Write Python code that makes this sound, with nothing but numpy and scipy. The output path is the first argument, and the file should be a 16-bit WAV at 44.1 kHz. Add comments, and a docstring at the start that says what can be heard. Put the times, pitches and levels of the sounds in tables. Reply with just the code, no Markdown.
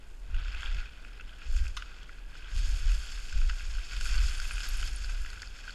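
"""Boots slide over loose scree on a steep slope, heard from inside a hard sealed case.
From the start, wind and steps shake the case into a rumble (shaped noise) over a faint steady hiss.
Stones and grit crunch (many tiny rings) and single stones and pole tips knock (noise and rings);
at 1.8 s a pole tip chatters on rock and scrapes (noise through the modes of its shaft).
After 4 s a small metal part tinkles (fading sines) and grit snaps (short noise); the slide goes on."""
import sys
import numpy as np
from scipy import signal
from scipy.fft import rfft, irfft, next_fast_len
from scipy.io import wavfile
from scipy.ndimage import uniform_filter1d

SR = 44100
rng = np.random.default_rng(int(sys.argv[2]) if len(sys.argv) > 2 else 0)


def bounce(signal):
    """Save signal as a 16-bit WAV file at the path given by the first command-line argument."""
    frames = np.transpose(np.atleast_2d(signal))
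    limited = np.clip(frames, -1, 1)
    pcm = np.round(limited * 32767).astype(np.int16)
    wavfile.write(sys.argv[1], SR, pcm)


N = 253134  # length in samples


def amp(db):
    """Turns decibels into a plain amplitude factor."""
    return 10 ** (np.asarray(db) / 20)


def evened(x):
    """Scales a sound to rms 1, so that its level can be set afterwards."""
    return x / np.sqrt(np.mean(x ** 2) + 1e-20)


def read(points, hz):
    """Reads a curve between its points, along a logarithmic pitch scale."""
    f, value = np.transpose(points)
    return np.interp(np.log(hz + 1), np.log(f + 1), value)


def columns(rows):
    """Draws each level column of a table as a smooth line over time."""
    s, *values = np.transpose(rows)
    return [np.interp(np.arange(N) / SR, s, v) for v in values]


def add(mix, s, sound):
    """Lays a short sound into the mix at s seconds, cut off at the end."""
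    part = mix[round(s * SR):][:len(sound)]
    part += sound[:len(part)]


def band_filter(order, lo_hz, hi_hz):
    """A filter that lets one band of pitches through."""
    return signal.butter(order, [lo_hz, hi_hz], "band", fs=SR, output="sos")


def noise(spectrum):
    """Steady noise of rms 1 with the given spectrum."""
    hz = np.fft.rfftfreq(N, 1 / SR)
    white = rfft(rng.standard_normal(N))
    return evened(irfft(white * amp(read(spectrum, hz)), N))


def flutter(length_s):
    """Slow chance of rms 1 that changes over about length_s."""
    size = max(int(length_s * SR), 2)
    once = uniform_filter1d(rng.standard_normal(N), size)
    return evened(uniform_filter1d(once, size))


# the slide underfoot: t/s, coarse stones level/dB, fine grit level/dB
SLIDE_LEVELS = [(0, -62, -87), (.22, -67, -80), (.4, -50, -63.5), (.64, -46.5, -58), (.8, -50, -58),
                (.9, -57, -70.5), (1.32, -57.5, -74), (1.47, -54.5, -59.5), (1.55, -59.5, -51),
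                (1.66, -53, -55.5), (1.72, -59, -59.5), (1.96, -54.5, -63), (2.27, -62, -80),
                (2.37, -52.5, -59.5), (2.44, -55, -64.5), (2.58, -52, -49), (2.9, -52, -49.5),
                (3.2, -53.5, -52), (3.88, -52.5, -53), (4.04, -49.5, -47.5), (4.08, -46, -46.5),
                (4.72, -49, -46), (5.2, -53, -53.5), (5.45, -54, -56.5), (5.74, -54.5, -55.5)]
SLIPS_PER_S, SLIP_FADE_S = 140, 0.0057  # each slip fades to 1/e in this time
# sand follows the grit, more steeply, down to a resting level
SAND_DB, SAND_AT_GRIT_DB, SAND_STEEPNESS, SAND_REST_DB = -55, -49.5, 1.24, -70.5
# loose single stones follow the coarse crunch dB for dB
CLATTER_DB, CLATTER_AT_COARSE_DB, CLATTER_STEEPNESS = -59, -51, 1


def slide():
    """Coarse stones give the low crunch, grit the hiss, sand the bright top; single stones clatter."""
    coarse_db, fine_db = columns(SLIDE_LEVELS)
    sand_db = np.maximum(SAND_DB + SAND_STEEPNESS * (fine_db - SAND_AT_GRIT_DB), SAND_REST_DB)
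    clatter_db = CLATTER_DB + CLATTER_STEEPNESS * (coarse_db - CLATTER_AT_COARSE_DB)

    # the boot slips in jerks that move all stones together; each starts at once and fades
    jerks = (rng.random(N) < SLIPS_PER_S / SR) * rng.random(N)
    slips = evened(signal.lfilter([1], [1, -np.exp(-1 / (SLIP_FADE_S * SR))], jerks))

    coarse = crunch(700, 4100, per_s=2200, spread_db=1.5, cycles=2.2, clump_db=2.0, slips=slips)
    fine = crunch(3800, 8900, per_s=4000, spread_db=2.5, cycles=0.79, clump_db=2.5, slips=slips)
    sand = crunch(8500, 14000, per_s=8000, spread_db=4.0, cycles=2.5, clump_db=2.0, slips=slips, top=4.8)
    clatter = crunch(1273, 5070, per_s=300, spread_db=3.5, cycles=4.3, clump_db=2.0, slips=slips, top=1.3)
    stones = amp(coarse_db) * coarse + amp(clatter_db) * clatter
    return stones + amp(fine_db) * fine + amp(sand_db) * sand


def crunch(lo_hz, hi_hz, per_s, spread_db, cycles, clump_db, slips, top=6, count=24):
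    """Many small stones strike each other in clumps; each rings a few cycles at its own pitch."""
    hardness_db = spread_db * np.minimum(rng.exponential(1, N), top)  # few hard hits, many soft
    clumping_db = clump_db * evened(slips + 0.95 * flutter(0.043))
    struck = (rng.random(N) < per_s / SR) * rng.choice([-1., 1.], N)
    hits = amp(hardness_db + clumping_db) * struck
    stone = rng.integers(0, count, N)  # which stone is hit at each moment
    t, out = np.arange(600) / SR, np.zeros(N)
    for k, hz in enumerate(np.geomspace(lo_hz, hi_hz, count)):
        ring = np.exp(-t * hz / cycles) * np.sin(2 * np.pi * hz * t)
        out += signal.oaconvolve(hits * (stone == k), ring / np.linalg.norm(ring))[:N]
    return evened(signal.oaconvolve(out, case_taps())[:N])


# slope of sound through the case wall: f/Hz, level/dB
WALL_SLOPE = [(200, -9.5), (900, -18.5), (1300, -15.5), (3000, -4), (6000, -6), (8000, -16), (11500, -22),
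              (12500, -31.5), (15000, -31)]
# resonances and notches of the air inside the case: f/Hz, width/Hz, level/dB
CAVITY_MODES = [(1538, 760, 17.5), (1792, 142, -10), (1950, 130, 0.5), (2550, 366, 8), (3300, 550, 4),
                (3946, 340, -5.5), (4570, 310, 7), (5170, 220, 8), (5580, 210, 2), (5860, 180, -9),
                (6650, 510, 6.5), (7410, 990, 8.5), (9820, 270, -5.5), (11440, 1300, 2.5)]


def case_taps():
    """Answer of case wall and cavity to a click: the phase follows from the log gain."""
    hz = abs(np.fft.fftfreq(4096, 1 / SR))
    db = read(WALL_SLOPE, hz)
    for f, width, gain_db in CAVITY_MODES:
        db = db + gain_db / (1 + (2 * (hz - f) / width) ** 2)
    # this phase lets nothing sound before the click
    response = np.exp(np.conj(signal.hilbert(np.log(amp(db)))))
    return np.fft.ifft(response).real[:1024]


# single knocks of stones and pole tips: t/s, thud peak level/dB, stone f/Hz,
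# stone ring level/dB relative to thud, treble level/dB relative to thud
KNOCK_BLOWS = [(0.344, -42.5, 2860, 4.5, -5.5), (0.456, -41, 2780, -6, -19), (0.481, -43, 2620, 6, -7),
               (0.526, -41.5, 2560, -2, -10), (0.534, -47, 2630, 6, -8), (0.547, -36.5, 2660, 3, -10),
               (0.607, -44.5, 2970, 7, 4.5), (0.669, -38, 2600, -12, -20), (0.745, -46, 2650, 7.5, 4),
               (0.786, -42.5, 2510, 4, -12), (0.631, -30, 3330, -6, -30), (0.659, -41, 3300, 12.5, -26),
               (0.857, -44.5, 2500, 5, -10), (1.048, -42, 2500, 1.5, -30), (1.197, -38.5, 2400, -2, -33),
               (1.209, -44.5, 2700, 6.5, -4), (1.293, -47.5, 3260, 6, -24), (1.418, -42.5, 2520, -1, -15),
               (1.565, -43, 2570, 0, 6), (1.654, -40.5, 2400, -1.5, -22), (1.667, -44.5, 2550, 9, -13),
               (1.679, -54.5, 4540, -1, 17), (1.822, -32, 2880, -5, -13), (2.03, -52, 3220, 8.5, 4),
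               (2.093, -39, 1850, 1, -25), (2.353, -42, 2620, -3, -9), (2.444, -52, 3220, 11, -15),
               (2.917, -40, 2630, 2, 3), (3.087, -53, 3300, 16, -10), (3.326, -39.5, 2600, -4, 0),
               (3.415, -38, 2600, -1, -2), (3.495, -37, 1970, 5.5, -2), (3.495, -38, 2950, 4, -6),
               (3.4963, -48, 4270, 10, 0), (3.498, -33, 2860, -1, -15), (3.509, -38, 2860, -3, -15),
               (3.531, -40, 2000, -8, -18), (3.596, -46, 2580, 6, -12), (3.606, -39.5, 2300, 1, -8),
               (3.783, -38.5, 2630, -3.5, -19), (3.911, -48, 2580, 9, -8), (3.932, -37.5, 2550, 0, -13),
               (4.01, -32, 2940, 0.5, 0.5), (4.054, -35.5, 2550, 2, -7), (4.062, -32.5, 4700, -1, -8),
               (4.152, -36, 2630, -5, -12), (4.141, -37.5, 4660, 3, -12), (4.179, -34.5, 4540, 3.5, -16),
               (4.187, -36, 3000, 0, -2), (4.284, -36, 4850, -1, -10), (4.399, -30, 4570, -5, -4),
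               (4.417, -37.5, 3300, -3, 0), (4.509, -30.5, 2500, 0.5, -14), (4.569, -40, 2650, 9, -15),
               (4.58, -35.5, 2550, 4, -14), (4.605, -40.5, 2900, 7, -11), (4.633, -36, 2500, -16, -18),
               (4.828, -30.5, 3040, -1.5, -26), (4.877, -40.5, 5170, 4, -16),
               (5.044, -36.5, 4600, 4.5, -16), (5.093, -38.5, 2610, 0, -13), (5.174, -41.5, 2600, -16, -20),
               (5.248, -36, 2680, -2, -24), (5.261, -39.5, 1950, 6, -2), (5.301, -45.5, 4200, 6.5, 5),
               (5.33, -40, 2600, 0, -20), (5.375, -40, 2600, -5, -20), (5.419, -35.5, 4900, -1, 4),
               (5.43, -43, 1840, 11, -23), (5.473, -55.5, 4800, 18, -6), (5.678, -32.5, 2520, -20, -30),
               (5.694, -33.5, 2950, -4, -15), (5.706, -44.5, 4360, 7, -1)]
KNOCK_T60_S = 0.023  # main fade of a blow, down by 60 dB


def knocks():
    """A blow: dull thud, the stone's short ring, a splash of treble; loosened pebbles trickle after."""
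    out, t, taps = np.zeros(N), np.arange(4000) / SR, case_taps()
    low, high = band_filter(2, 700, 1900), band_filter(1, 4300, 12500)
    blow = amp(-60 * t / KNOCK_T60_S)
    trickle = amp(-23 - 60 * t / .12)
    fade = (blow + trickle) * np.minimum(t / .001, 1)
    case_mode = np.sin(2 * np.pi * 1450 * t) * amp(-60 * t / .02)  # the case's lowest mode answers

    rattles = rng.standard_normal((len(KNOCK_BLOWS), 3, len(t)))
    for (s, db, hz, ring_db, treble_db), (a, b, c) in zip(KNOCK_BLOWS, rattles):
        thud = evened(signal.sosfilt(low, a)) + 3.5 * case_mode
        rough = evened(signal.sosfilt(band_filter(2, hz * 0.825, hz * 1.15), c))
        ring = np.sin(2 * np.pi * hz * t) * amp(-60 * t / 0.012) + 0.19 * rough
        treble = signal.sosfilt(high, b) * amp(-60 * t / 0.12)  # fades sooner than the thud's noise
        levels_db = db, db + ring_db, db + treble_db
        for part, part_db in zip((thud, ring, treble), levels_db):
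            heard = np.convolve(part * fade, taps[:400])[:len(t)]
            add(out, s, amp(part_db) * heard / abs(heard).max())
    return out


# modes of the pole shaft: f/Hz, width/Hz, level/dB
SHAFT_MODES = [(1342, 255, 5.5), (1900, 340, -3.5), (2850, 290, 0.5), (3630, 300, -0.5), (4150, 320, -4),
               (5100, 410, -5), (6500, 1000, -6.5), (8000, 3400, -11.5)]
# the pole tip strikes rock, chatters, then scrapes on; the scrape level is relative to the chatter
POLE_S, POLE_DB, POLE_CHATTER_S, POLE_SCRAPE_DB, POLE_SCRAPE_T60_S = 1.7663, -35.5, .008, -9, .3


def pole():
    """Rough contact drives the modes of the shaft: a hard chatter that drops to a fading scrape."""
    out, t = np.zeros(N), np.arange(6000) / SR
    contact = rng.standard_normal(len(t))
    shaft = np.zeros(len(t))
    for hz, width, db in SHAFT_MODES:
        mode = signal.sosfilt(band_filter(2, hz - width / 2, hz + width / 2), contact)
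        shaft += amp(db) * evened(mode)
    chatter = np.minimum(t / .001, 1) * amp(-2500 * np.maximum(t - POLE_CHATTER_S, 0))
    scrape = amp(POLE_SCRAPE_DB - 60 * t / POLE_SCRAPE_T60_S)
    add(out, POLE_S, amp(POLE_DB) * evened(shaft) * (chatter + scrape))
    return out


# tinkles of a small metal part; held loosely it rings on:
# t/s, level/dB before the fade, f/Hz, time to fade by 60 dB/s
METAL_TINKLES = [(4.3006, -52, 9400, .03), (4.3774, -43, 9380, .03), (4.5131, -48, 9445, 0.11),
                 (4.5346, -37.5, 9300, .025), (4.551, -58, 9445, 0.082), (4.7691, -48, 9445, 0.098),
                 (4.784, -56, 9445, 0.086), (4.7975, -52, 9400, 0.089), (4.8888, -54, 9445, 0.082),
                 (4.9601, -34.5, 9520, 0.02)]


def tinkles():
    """One thin high mode, rung now and then."""
    out, t = np.zeros(N), np.arange(5000) / SR
    for s, db, hz, t60 in METAL_TINKLES:
        fade = amp(db - 60 * t / t60) * np.minimum(t / 0.0008, 1)
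        add(out, s, fade * np.sin(2 * np.pi * hz * t))
    return out


# very bright snaps of splintering grit: t/s, peak level/dB
GRIT_SNAPS = [(4.0477, -47), (4.2238, -49), (4.4784, -49), (4.4837, -45), (4.688, -35), (4.6974, -44),
              (4.7721, -49), (4.8534, -45)]
SNAP_HZ, SNAP_T60_S = 11360, 0.011


def snaps():
    """A tiny splinter of noise around one high pitch."""
    out, t = np.zeros(N), np.arange(800) / SR
    band = band_filter(2, SNAP_HZ * 0.96, SNAP_HZ * 1.03)
    bursts = rng.standard_normal((len(GRIT_SNAPS), len(t)))
    for (s, db), burst in zip(GRIT_SNAPS, bursts):
        snap = signal.sosfilt(band, burst) * amp(-60 * t / SNAP_T60_S)
        add(out, s, amp(db) * snap / abs(snap).max())
    return out


# spectrum shape of the deep rumble: f/Hz, relative level/dB per Hz
DEEP_SPECTRUM = [(7.1, -24), (12, 2), (27, 0), (39, 3), (51, -9), (62, -28), (85, -86), (150, -120)]
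# spectrum shape of the upper rumble: f/Hz, relative level/dB per Hz
UPPER_SPECTRUM = [(40, -7.5), (60, 12), (100, -14.5), (150, -21.5), (220, -37.5), (400, -49), (1000, -120)]


def rumble():
    """The case rocks in deep swings with uneven thumps; harder gusts add lumpy higher pressure."""
    deep_gain, upper_gain = shaking()
    deep = amp(1.8 * flutter(0.031)) * steadied(noise(DEEP_SPECTRUM), slack=0.69)
    upper = amp(1.8 * flutter(0.065)) * steadied(noise(UPPER_SPECTRUM), slack=0.17)
    return deep_gain * evened(deep) + upper_gain * evened(upper)


def steadied(x, slack):
    """Evens out the slow swings of a noise, the more the smaller the slack."""
    swing = abs(signal.hilbert(x, next_fast_len(N))[:N])
    return evened(x / (uniform_filter1d(swing, 1500) + abs(slack)))


# gusts and jolts that shake the case: middle of the rise t/s, time until the fall/s,
# deep rumble level/dB, upper rumble level/dB relative to deep
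CASE_JOLTS = [(0.06, 0.21, -44, -27), (0.284, 0.1, -27, -11), (0.453, 0.14, -33, -10.5),
              (0.628, 0.18, -29, -15), (1.204, 0.043, -40, -16), (1.46, 0.07, -28, -14),
              (1.543, 0.1, -25.5, -7), (1.774, 0.031, -37.5, -10), (2.244, 0.5, -44, -16),
              (2.537, 0.21, -26, -11.5), (2.821, 0.11, -23, -14), (2.962, 0.4, -38, -17.5),
              (3.327, 0.17, -22, -18), (3.613, 0.18, -32.5, -12), (3.918, 0.31, -30, -13.5),
              (4.079, 0.2, -27.5, -7.5), (4.332, 0.24, -31.5, -12.5), (4.686, 0.25, -30, -14.5),
              (4.989, 0.23, -32, -10.5), (5.3, 0.21, -50.5, 0)]
JOLT_RISE_S, JOLT_FALL_DB_PER_S, CALM_DB, CALM_UPPER_DB = .06, 160, -45, -63


def shaking():
    """Jolts rise fast, hold and fall over a calm floor: gains of the deep and upper rumble."""
    t = np.arange(N) / SR
    power = amp([[CALM_DB], [CALM_UPPER_DB]]) ** 2 * np.ones(N)
    for s, hold_s, db, upper_db in CASE_JOLTS:
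        rise = np.clip((t - s) / JOLT_RISE_S + .5, 0, 1)
        fall = amp(-JOLT_FALL_DB_PER_S * np.maximum(t - s - hold_s, 0))
        power = power + (amp([[db], [db + upper_db]]) * rise * fall) ** 2
    return np.sqrt(power)


# spectrum shape of microphone self-noise and far air: f/Hz, relative level/dB per Hz
HISS_SPECTRUM = [(35, -55), (60, -15), (115, -17), (356, -22), (459, -22.5), (606, -25.5), (2660, -34),
                 (8650, -46), (15100, -52.5)]
HISS_DB = -61


def hiss():
    """Microphone self-noise and far air: steady noise, weaker towards the treble."""
    return amp(HISS_DB) * noise(HISS_SPECTRUM)


def scene():
    """Adds up all sources on one channel."""
    return (slide() + knocks() + pole() + tinkles() + snaps() + rumble() + hiss())[None]


EDGE_HZ = 15230  # top of the recorder's band


def record(dry):
    """The band limit of the recorder."""
    low_pass = signal.firwin(1023, EDGE_HZ, window=("kaiser", 9), fs=SR)
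    return signal.oaconvolve(dry, low_pass[None], "same")


dry = scene()
out = record(dry)
bounce(out)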